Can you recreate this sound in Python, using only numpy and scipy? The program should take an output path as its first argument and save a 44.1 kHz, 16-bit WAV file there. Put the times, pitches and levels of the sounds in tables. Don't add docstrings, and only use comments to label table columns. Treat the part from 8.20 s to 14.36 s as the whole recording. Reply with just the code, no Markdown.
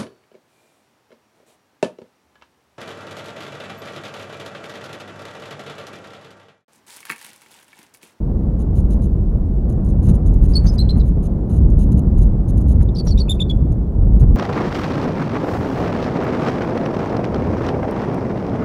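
import sys
import numpy as np
from scipy import signal
from scipy.fft import rfft, irfft
from scipy.io import wavfile
from scipy.ndimage import uniform_filter1d, minimum_filter1d

SR = 44100
rng = np.random.default_rng(int(sys.argv[2]) if len(sys.argv) > 2 else 0)


def generate_wav(signal):
    frames = np.transpose(np.atleast_2d(signal))
    scaled = np.clip(frames, -1, 1) * 32767
    pcm = np.round(scaled).astype(np.int16)
    wavfile.write(sys.argv[1], SR, pcm)


N = 271656
TIME = np.arange(N) / SR
FREQ = np.maximum(np.fft.rfftfreq(N, 1 / SR), 1)


def syrinx(jitter=.055, shimmer=.98, waver=.014, flutter_hz=88, flutter=.32, bend=.0042,
           beat_hz=1080, beat=.61, rasp_db=-14, edge_s=.0087, sag=.45, flick=.03, closing_db=-11):
    # (frequency [Hz], gain [dB])
    throat = [(6500, -21.5), (8800, -19.5), (10800, -21.5), (12300, -24), (13400, -40), (14500, -39),
              (16000, -49.5)]
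    # (frequency [Hz], relative level [dB])
    rasp_colour = [(1500, -9.5), (2600, -5.5), (4000, 2.5), (6000, -6.5), (7800, -11.5), (10000, -8),
                   (13000, -19), (16000, -27.5)]
    out = np.zeros(N)
    shake, swell, quiver = wander(500), wander(400), wander(170)
    rasp = noise(colour(rasp_colour, FREQ))
    second_vibration = np.cos(2 * np.pi * np.cumsum(beat_hz * (1 + .08 * wander(92))) / SR)
    for start, length, mid_hz, arch, rise, db, rough, bright_db in syllables():
        span = slice(int(start * SR), int((start + length) * SR))
        t = TIME[span] - start
        along = t / length - .5
        ramp = np.minimum(t, length - t) / min(edge_s, length / 2)
        gate = np.sin(np.pi / 2 * np.clip(ramp, 0, 1))
        end_drop = flick * (1 - gate) * (along > 0)
        hz = mid_hz * (1 + rise * along - arch * (2 * along) ** 2 - end_drop)
        throb = -np.cos(2 * np.pi * flutter_hz * t + .5 * quiver[span])
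        detune = jitter * rough * shake[span] + waver * quiver[span] + bend * throb
        phase = 2 * np.pi * np.cumsum(hz * (1 + detune)) / SR
        pressure = gate * (1 - sag * along) * (1 + flutter * throb)
        beak = undb(bright_db + closing_db * (t / length) ** 3)
        tone = np.sin(phase)
        for k in range(2, 5):
            overtone = (pressure * beak) ** (k / 2) * colour(throat, k * hz) * (k * hz < SR * .4)
            tone += overtone * np.sin(k * phase)
        unrest = rough * (shimmer * swell[span] + beat * second_vibration[span])
        voice = np.sqrt(2) * tone * (1 + unrest) / np.sqrt(1 + np.mean(unrest ** 2))
        breath = undb(rasp_db) * np.sqrt(rough) * rasp[span]
        out[span] += undb(db) * pressure * (voice + breath)
    return out


def syllables(overlap_s=.0054, catch_arch=.05, catch_rise=.09, whistle_arch=.003,
              squeak_arch=-.017, squeak_droop=.02, squeak_rough=.3, catch_bright_db=-2,
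              squeak_bright_db=-3):
    # (whistle onset [s], length [s], pitch [Hz], droop [share of pitch], level [dB],
    # roughness [0-1], overtones [dB], catch lead [s], catch pitch [Hz], catch level [dB],
    # catch roughness [0-1])
    notes = [ (2.352, 0.033, 4360, -0.02, -21, 0.03, 0, 0.02, 4950, -40.5, 0.37),
             (2.483, 0.03, 5170, 0.018, -38.5, 0.07, 0, 0.019, 4790, -38, .5),
             (2.585, 0.042, 4133, -0.015, -28.5, .04, -1.5, 0.0064, 4900, -37.5, 0.44),
             (2.691, 0.03, 4090, -0.011, -31.5, .15, -7.5, 0.0033, 3460, -43, .5),
             (2.799, 0.024, 3900, 0.16, -48.5, .75, -7.5, 0.0056, 4800, -52, .6),
             (4.686, .010, 3600, .02, -47.5, 0.3, -8, 0.0015, 3620, -59, .5),
             (4.783, 0.032, 4540, 0.059, -32, 0.19, -2.5, .027, 4550, -41.5, 0.8),
             (4.907, 0.028, 4460, 0.068, -35, .1, -3, 0.039, 4470, -44.5, .95),
             (5, 0.026, 4500, .015, -27.5, 0.05, -4, .027, 3770, -38, .45),
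             (5.091, 0.042, 3577, .03, -23.5, 0.03, 5, .010, 2620, -44.5, .5),
             (5.2, 0.033, 3534, 0.018, -23.5, 0.02, -3, .008, 2590, -40.5, .35),
             (5.295, 0.027, 3400, -0.0013, -28, .08, -8, 0.0039, 4410, -48.5, .2)]
    # (time [s], length [s], pitch [Hz], level [dB])
    squeaks = [(2.459, 0.045, 6030, -45), (4.747, .013, 5300, -44.5), (4.866, 0.051, 5560, -38.5),
               (4.982, .022, 5600, -42)]
    for start, length, hz, droop, db, rough, bright_db, lead, catch_hz, catch_db, catch_rough in notes:
        yield (start - lead, lead + overlap_s, catch_hz, catch_arch, catch_rise,
               catch_db, catch_rough, catch_bright_db)
        yield start, length, hz, whistle_arch, -droop, db, rough, bright_db
    for start, length, hz, db in squeaks:
        yield start, length, hz, squeak_arch, -squeak_droop, db, squeak_rough, squeak_bright_db


def woods(calls, near_t60=.14, far_t60=1.1, far_db=-35):
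    # (time [s], level [dB])
    nest_echo = [(2.6, -15), (5.1, -21)]
    near_db = np.interp(TIME, *np.transpose(nest_echo))
    t = TIME[:SR]
    out = calls.copy()
    for t60, db in (near_t60, near_db), (far_t60, far_db):
        decay = undb(-60 * t / t60) * (t > .006)
        response = unit(rng.standard_normal(SR) * decay) / np.sqrt(SR)
        out += undb(db) * signal.fftconvolve(calls, response)[:N]
    return out


def wind(evenness=.7, rush_db=-26, rush_follows=.24, flicker_db=1.16, flicker_hz=45):
    # (time [s], buffeting level [dB], eddy level [dB])
    gusts = [(0, -21, -26), (.1, -17.5, -21), (.42, -18.5, -22.5), (.62, -13.5, -21), (1.35, -16, -24.5),
             (1.66, -16, -20), (1.9, -11, -18.5), (2.01, -15, -20.5), (2.11, -8.5, -19.5), (2.4, -13, -20),
             (2.85, -12, -19.5), (3.27, -21.5, -22), (3.42, -8.5, -18), (3.83, -15, -17), (4.03, -8, -18.5),
             (4.22, -17, -23), (4.35, -13.5, -17), (4.64, -8, -19), (4.79, -26, -21.5), (4.96, -8, -21),
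             (5.05, -17, -22.5), (5.28, -18.5, -21.5), (5.43, -12, -18), (5.72, -21, -26),
             (5.8, -10.5, -21), (6.16, -8.5, -17.5)]
    # (frequency [Hz], relative level [dB])
    wind_colour = [(15, -15), (25, -9.5), (36, -1.5), (54, 2.5), (80, -5), (120, -11.5), (195, -11),
                   (250, -19), (400, -26), (630, -36), (1000, -46.5), (1400, -56.5), (2000, -67),
                   (3000, -82)]
    times, *levels = np.transpose(gusts)
    buffet, eddies = (np.interp(TIME, times, db) for db in levels)
    rush = rush_db + rush_follows * eddies + flicker_db * wander(flicker_hz)
    outline = colour(wind_colour, FREQ)
    out = np.zeros(N)
    for low_hz, high_hz, db in (16, 115, buffet), (100, 275.5, eddies), (270, 2800, rush):
        band = noise(outline / np.sqrt((1 + (low_hz / FREQ) ** 12) * (1 + (FREQ / high_hz) ** 12)))
        power = uniform_filter1d(band ** 2, SR // 12)
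        out += undb(db) * unit(band / power ** (evenness / 2))
    return out


def slaps():
    # (time [s], half length [s], thump level [dB], splutter level [dB])
    hard_gusts = [(0.582, 0.03, -15, -62), (1.894, 0.025, -7, -44.5), (2.235, 0.015, -10.5, -58),
                  (2.461, .014, -6.5, -41.5), (2.768, 0.015, -10.5, -52), (3.435, 0.036, -10, -59),
                  (3.735, 0.036, -11.5, -63), (4.612, 0.014, -13, -40.5), (4.873, 0.0091, -11, -38.5),
                  (6.029, 0.017, -12, -42.5)]
    # (time [s], half length [s], level [dB])
    swell = (2.52, 0.39, -50.5)
    # (frequency [Hz], relative level [dB])
    splutter_colour = [(300, -16), (700, 8), (1300, -2), (2200, -10), (4000, -22), (8000, -29),
                       (15000, -35.5)]
    # (frequency [Hz], relative level [dB])
    thump_colour = [(15, -22.5), (45, 0.5), (90, -4.5), (180, -3), (280, -20), (700, -44), (2000, -90)]
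    thump = sum(bump(at, half_s, db) for at, half_s, db, _ in hard_gusts)
    splutter = sum(bump(at, half_s, db) for at, half_s, _, db in hard_gusts) + bump(*swell)
    return splutter * noise(colour(splutter_colour, FREQ)) + thump * noise(colour(thump_colour, FREQ))


def creaks(scatter_db=2.5, unevenness=.2, grit_s=.0012, grit_share=.54, gain_db=-1, soft_hz=12600):
    # (time [s], length [s], slip rate [1/s], relative level [dB])
    bursts = [ (.392, .036, 980, -58.5), (0.555, 0.054, 900, -56), (0.703, 0.041, 500, -52),
              (.819, 0.045, 350, -56), (1.496, 0.031, 170, -54.5), (1.649, 0.069, 120, -57),
              (1.828, .045, 600, -53.5), (1.885, .019, 800, -45), (1.903, .018, 640, -53),
              (1.94, 0.023, 1600, -56.5), (2.061, 0.022, 500, -52), (2.137, 0.013, 390, -53.5),
              (2.229, 0.036, 650, -53.5), (2.29, 0.038, 1100, -56), (2.439, 0.048, 400, -54),
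              (2.535, 0.028, 1100, -55.5), (2.771, 0.017, 570, -54.5), (2.855, .039, 400, -57.5),
              (3.028, 0.046, 1040, -56), (3.296, .093, 330, -56), (3.501, .0065, 650, -57.5),
              (3.587, 0.058, 1500, -55), (3.716, 0.017, 230, -49.5), (3.776, 0.02, 230, -49.5),
              (3.979, 0.017, 370, -53), (4.015, .024, 820, -53), (4.28, 0.03, 1100, -54.5),
              (4.373, .014, 1200, -54), (4.407, 0.017, 500, -55), (4.481, 0.052, 670, -54.5),
              (4.623, 0.011, 930, -53), (4.851, 0.029, 400, -54), (5.126, .034, 700, -58),
              (5.356, 0.021, 600, -64.5), (5.52, .009, 500, -58.5), (5.997, 0.023, 300, -51.5)]
    # (frequency [Hz], bandwidth [Hz], relative level [dB])
    modes = [(2960, 330, -2.5), (3990, 710, -2.5), (5270, 220, -7), (6350, 230, 2.5), (6790, 470, 0),
             (9260, 670, 5), (10800, 500, -16), (11200, 650, -7.5), (14000, 400, -3)]
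    slips = np.zeros(N)
    for start, length, rate, db in bursts:
        gap, size = rng.standard_normal((2, 160))
        times = np.cumsum(np.exp(unevenness * gap)) / rate
        times -= times[0]
        times = times[times < length]
        strength = unit(undb(scatter_db * size[:len(times)])) * np.sqrt(length * SR / len(times))
        slips[((start + times) * SR).astype(int)] += undb(db) * strength
    grit_envelope = signal.fftconvolve(slips, np.exp(-TIME[:SR // 100] / grit_s))[:N]
    grit = grit_envelope * rng.standard_normal(N) / np.sqrt(grit_s * SR / 2)
    force = np.sqrt(1 - grit_share) * slips + np.sqrt(grit_share) * grit
    body = sum(undb(db) / (1 + 1j * (FREQ / hz - hz / FREQ) * hz / width) for hz, width, db in modes)
    body /= np.sqrt(1 + (FREQ / soft_hz) ** 16)
    return undb(gain_db) * irfft(rfft(force) * unit(abs(body)), N)


def hiss(level_db=-65.5):
    # (frequency [Hz], relative level [dB])
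    hiss_colour = [(1200, -2.5), (2000, -5.5), (2800, -3.5), (4000, -7), (7000, -12.5), (11000, -14),
                   (15500, -9)]
    return undb(level_db) * noise(colour(hiss_colour, FREQ))


def undb(db):
    return 10 ** (np.asarray(db) / 20)


def unit(x):
    return x / np.sqrt(np.mean(x ** 2) + 1e-18)


def colour(points, hz):
    at, db = np.transpose(points)
    return undb(np.interp(np.log(hz), np.log(at), db))


def noise(gain):
    return unit(irfft(rfft(rng.standard_normal(N)) * gain, N))


def wander(hz):
    return noise(1 / (1 + (FREQ / hz) ** 4))


def bump(at, half_length, db):
    return undb(db) * np.exp(-((TIME - at) / half_length) ** 2)


def scene():
    return (hiss() + woods(syrinx()) + creaks() + wind() + slaps())[None]


def record(dry, fade_s=.006, top_hz=15800):
    window = SR // 50
    needed_gain = 1 / np.maximum(abs(dry), 1)
    held_gain = minimum_filter1d(needed_gain, 2 * window)
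    gain = uniform_filter1d(uniform_filter1d(held_gain, window), window)
    from_end_s = np.minimum(TIME, TIME[::-1])
    fade = np.sin(np.pi / 2 * np.minimum(from_end_s / fade_s, 1)) ** 2
    lowpass = signal.ellip(10, .1, 80, top_hz, fs=SR, output="sos")
    return signal.sosfilt(lowpass, dry * gain * fade)


dry = scene()
out = record(dry)
generate_wav(out)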